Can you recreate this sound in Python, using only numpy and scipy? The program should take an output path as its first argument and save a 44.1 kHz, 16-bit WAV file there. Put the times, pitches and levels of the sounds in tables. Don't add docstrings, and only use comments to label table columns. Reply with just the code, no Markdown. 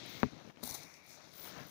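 import sys
import numpy as np
from scipy import signal
from scipy.fft import rfft, irfft, next_fast_len
from scipy.io import wavfile

SR = 44100
rng = np.random.default_rng(int(sys.argv[2]) if len(sys.argv) > 2 else 0)


def dump(signal):
    limited = np.clip(np.atleast_2d(signal).T, -1, 1)
    pcm = np.round(limited * 32767).astype(np.int16)
    wavfile.write(sys.argv[1], SR, pcm)


N = 74970
T = np.arange(N) / SR

# time in seconds, level in dB.
RUMBLE_LEVEL = [(0, -51), (.1, -50), (.22, -50), (.3, -58), (.37, -52.5), (.43, -50.5), (.5, -51.5),
                (.53, -65), (.605, -59), (.64, -51), (.75, -51), (.85, -55), (.89, -64.5), (1.02, -66),
                (1.2, -59.5), (1.35, -61), (1.48, -55), (1.6, -48.5), (1.7, -58.5)]
SCUFF_LEVEL = [(0, -57), (.22, -54), (.3, -59.5), (.4, -56.5), (.46, -60), (.505, -54.5), (.535, -68.5),
               (.61, -62), (.66, -55), (.83, -57), (.9, -61.5), (1.03, -65), (1.24, -56), (1.305, -64),
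               (1.42, -57), (1.46, -49.5), (1.52, -55.5), (1.58, -47), (1.7, -60.5)]
RASP_LEVEL = [(0, -55.5), (.21, -52), (.29, -59), (.5, -64), (.535, -75), (.61, -64), (.65, -50),
              (.83, -51.5), (.88, -62.5), (.96, -63), (1.02, -66.5), (1.12, -57), (1.2, -60), (1.25, -57.5),
              (1.31, -59.5), (1.47, -51.5), (1.59, -55.5), (1.7, -59)]
HISS_LEVEL = [(0, -65), (.05, -89), (.11, -56.5), (.21, -63.5), (.29, -78), (.5, -70), (.55, -87),
              (.61, -70), (.65, -42), (.79, -52.5), (.89, -62), (.97, -63.5), (1.02, -72), (1.09, -52),
              (1.16, -61), (1.19, -70), (1.3, -66.5), (1.375, -49.5), (1.415, -53), (1.45, -46.5),
              (1.485, -48), (1.52, -59.5), (1.63, -63), (1.7, -54)]
# frequency in Hz, relative level in dB.
RUMBLE_SPECTRUM = [(25, -16), (50, -20), (90, -5.5), (135, -1), (175, 0.5), (230, -5), (310, -2), (410, -7),
                   (600, -8.5), (1000, -26.5), (2500, -60)]
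SCUFF_SPECTRUM = [(200, -27.5), (450, -14), (620, 1), (1100, -3.5), (1400, -3.5), (1750, -6), (2500, -8),
                  (3200, -13), (7000, -56)]
RASP_SPECTRUM = [(1200, -19.5), (2200, -1), (2600, -10.5), (3050, -4), (3450, -0.5), (3900, 1.5),
                 (5000, -2), (6100, -0.5), (6900, -8), (7800, -18.5), (12000, -27.5)]
HISS_SPECTRUM = [(3000, -14), (6500, -9), (8200, -10), (9500, -4.5), (11300, -3), (13500, -7.5),
                 (14200, -6), (15200, -1), (16000, 1)]
def rubbing():
    def band(curve, spectrum, judder_hz, judder_db):
        envelope = from_db(np.interp(T, *np.transpose(curve)))
        return envelope * colour(slips() * judder(judder_hz, judder_db), spectrum)
    return (band(RUMBLE_LEVEL, RUMBLE_SPECTRUM, judder_hz=55.6, judder_db=2.0)
            + band(SCUFF_LEVEL, SCUFF_SPECTRUM, judder_hz=89, judder_db=2.0)
            + band(RASP_LEVEL, RASP_SPECTRUM, judder_hz=118, judder_db=1.94)
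            + band(HISS_LEVEL, HISS_SPECTRUM, judder_hz=120, judder_db=2.5))


# start in seconds, relative impulse in dB, corner frequency in Hz.
CONTACTS = [(.2316, 2.5, 8500), (0.2367, -3, 1600), (0.2438, -4.5, 202), (0.2581, -4, 171),
            (0.332, -19.5, 500), (0.572, -30.5, 1800), (0.63, -18, 1000), (.6352, -16, 1400),
            (0.647, -19, 350), (.672, -40, 1300), (0.703, -2.5, 45), (1.6056, -26, 3000)]
# frequency in Hz, gain in dB, time to decay by 60 dB in seconds.
CASE_MODES = [(100, -33, 0.073), (127.5, -26, 0.076), (209.5, -25, 0.059), (244.3, -22, 0.09),
              (280, -36, 0.15), (416, -26.5, 0.063), (1064, -32.5, 0.037)]
# frequency in Hz, relative level in dB.
CRACK_SPECTRUM = [(30, -17), (80, -4), (220, 6.5), (450, 3.5), (650, 0), (950, 5.5), (1600, 0.5),
                  (2300, -6), (3400, -16), (4200, -13), (5500, -33), (9000, -37), (16000, -47)]
def knocks():
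    force = np.zeros(N)
    for start_s, db, corner_hz in CONTACTS:
        age = np.maximum(np.arange(N) - int(start_s * SR), 0) * 2 * np.pi * corner_hz / SR
        pulse = age * np.exp(-np.minimum(age, 50))
        force += from_db(db) * pulse / pulse.sum()
    body = 0
    for hz, db, t60 in CASE_MODES:
        radius, angle = np.exp(-np.log(1000) / (t60 * SR)), 2 * np.pi * hz / SR
        feedback = [1, -2 * radius * np.cos(angle), radius * radius]
        body += from_db(db) * signal.lfilter([0, np.sin(angle)], feedback, force + 1e-18)
    return low_cut(body, hz=95) - colour(force, CRACK_SPECTRUM)


# peak time in seconds, level in dB, half length in seconds, ring in Hz.
SNAGS = [(.637, -35, .003, 4120), (.657, -43, .002, 15000), (0.6759, -34, 0.0015, 10500),
         (.693, -40, 0.0016, 6050), (0.7012, -38, 0.0027, 6200), (0.7112, -37, 0.0011, 5960),
         (.724, -44, 0.0018, 10830), (0.7475, -36.5, 0.0052, 6330), (0.753, -45.5, 0.005, 4070),
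         (.834, -49.5, 0.0018, 6230)]
# frequency in Hz, relative level in dB.
GRIT_SPECTRUM = [(200, -21), (900, 10.5), (1600, -16), (3200, -9), (4100, 8), (5100, -5.5), (6200, 4),
                 (7000, 0), (8200, 0), (10600, 4.5), (13500, 0.5), (15200, 5.5), (16000, -2)]
def crunch():
    start_s, end_s, attack_s, release_s = .629, .75, .0014, .043
    bed = np.clip((T - start_s) / attack_s, 0, 1) * np.exp(-np.maximum(T - end_s, 0) / release_s)
    power, rings = (from_db(-48) * bed) ** 2, 0
    for peak_s, db, half_length_s, hz in SNAGS:
        force = from_db(db) * np.exp(-.5 * ((T - peak_s) / half_length_s) ** 2)
        power += force ** 2
        rings += force * ringing_slips(hz, width_hz=530)
    grit = slips(per_s=11000, spread_db=2.4) * judder(rate_hz=250, depth_db=1.5)
    return colour(np.sqrt(power) * grit, GRIT_SPECTRUM) + from_db(-5.5) * rings


# start and end in seconds, frequency and nominal width in Hz, level in dB.
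PORT_RESONANCES = [(-.03, 0.28, 2200, 380, -55.5), (-.03, 0.192, 3600, 880, -50.5),
                   (0.057, 0.242, 15300, 900, -59), (.27, 0.45, 3860, 427, -65), (.27, .52, 5730, 400, -86),
                   (0.68, 0.98, 2190, 244, -59.5), (0.707, 1, 5840, 670, -62.5),
                   (0.954, 1.153, 2280, 258, -61.5), (1.091, 1.17, 5970, 990, -56),
                   (1.21, 1.32, 1460, 328, -71), (1.365, 1.5, 14900, 450, -49),
                   (1.512, 1.655, 1640, 290, -56), (1.52, 1.73, 15200, 600, -66)]
def port_ringing():
    return sum(from_db(db) * covering(start_s, end_s) * ringing_slips(hz, width_hz)
               for start_s, end_s, hz, width_hz, db in PORT_RESONANCES)


def port_notch(friction):
    depth = .65 * covering(start_s=.63, end_s=1.36)
    return friction - depth * resonate(friction, hz=3050, width_hz=700)


# peak time in seconds, level in dB, ring frequency in Hz.
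TICKS = [(0.0629, -42.5, 10200), (.094, -45.5, 12800), (.101, -41, 14600), (0.2028, -43.5, 6500),
         (0.561, -53.5, 3000), (0.5722, -47.5, 2190), (0.9409, -43.5, 5560), (1.3166, -59, 7100),
         (1.384, -47, 12500), (1.606, -47, 4000), (1.669, -42, 15200), (1.684, -40, 15600)]
def ticks(fall_s=.00098):
    sound, rise_s = 0, fall_s / 10
    for peak_s, db, hz in TICKS:
        envelope = np.exp(-np.maximum(peak_s - T, 0) / rise_s - np.maximum(T - peak_s, 0) / fall_s)
        sound += from_db(db) * envelope * ringing_slips(hz, width_hz=1070)
    return sound


# frequency in Hz, relative gain in dB.
FAR_RESPONSE = [(100, -26), (280, -16), (520, 2), (1000, 8), (1500, -20), (4000, -33), (12000, -40)]
def far_knocks(thumps, delay_s=.0013):
    return from_db(-44) * np.interp(T - delay_s, T, colour(thumps, FAR_RESPONSE))


# frequency in Hz, relative level in dB.
WASH_SPECTRUM = [(25, 0), (50, -17), (100, 0), (200, -6.5), (400, -7.5), (850, -13), (1500, -17.5),
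                 (3200, -18), (6000, -21.5), (8000, -31), (13800, -32.5), (15000, -22), (16000, -26)]
def sea_wash():
    return from_db(-70.5) * np.array([colour(ear, WASH_SPECTRUM) for ear in rng.standard_normal((2, N))])


def slips(per_s=15000, spread_db=1):
    sizes = from_db(spread_db * np.minimum(rng.exponential(1, N), 5)) * rng.choice([-1, 1], N)
    return unit_rms(sizes * (rng.random(N) < per_s / SR))


def ringing_slips(hz, width_hz):
    first_stage = resonate(slips(), hz, 2 * width_hz)
    return unit_rms(resonate(first_stage, hz, 2 * width_hz))


def judder(rate_hz, depth_db):
    slow = signal.sosfilt(signal.butter(2, rate_hz, fs=SR, output="sos"), rng.standard_normal(2 * N))[N:]
    return unit_rms(from_db(depth_db * unit_rms(slow)))


def covering(start_s, end_s, fade_s=.072):
    return np.clip(np.minimum(T - start_s, end_s - T) / fade_s + .5, 0, 1)


def resonate(x, hz, width_hz):
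    radius = np.exp(-np.pi * width_hz / SR)
    feedback = [1, -2 * radius * np.cos(2 * np.pi * hz / SR), radius * radius]
    return signal.lfilter(np.array([1, 0, -1]) * (1 - radius * radius) / 2, feedback, x)


def colour(x, spectrum):
    size = 2 * next_fast_len(N)
    hz, db = np.transpose(spectrum)
    bin_hz = np.arange(size // 2 + 1) * SR / size
    gain = unit_rms(from_db(np.interp(np.log(bin_hz + 1), np.log(hz), db)))
    cepstrum = irfft(np.log(gain))
    cepstrum[1:size // 2] *= 2
    cepstrum[size // 2 + 1:] = 0
    return irfft(rfft(x, size) * np.exp(rfft(cepstrum)))[:N]


def low_cut(x, hz):
    return signal.sosfilt(signal.butter(2, hz, "high", fs=SR, output="sos"), x)


def from_db(db):
    return 10 ** (np.asarray(db) / 20)


def unit_rms(x):
    return x / np.sqrt(np.mean(x ** 2) + 1e-20)


def scene():
    friction = port_notch(rubbing() + port_ringing() + crunch()) + ticks()
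    thumps = knocks()
    return np.array([friction + thumps, far_knocks(thumps)]) + sea_wash()


def record(dry, cutoff_hz=15500):
    return signal.sosfilt(signal.ellip(10, .2, 70, cutoff_hz, fs=SR, output="sos"), low_cut(dry, hz=35))


dry = scene()
out = record(dry)
dump(out)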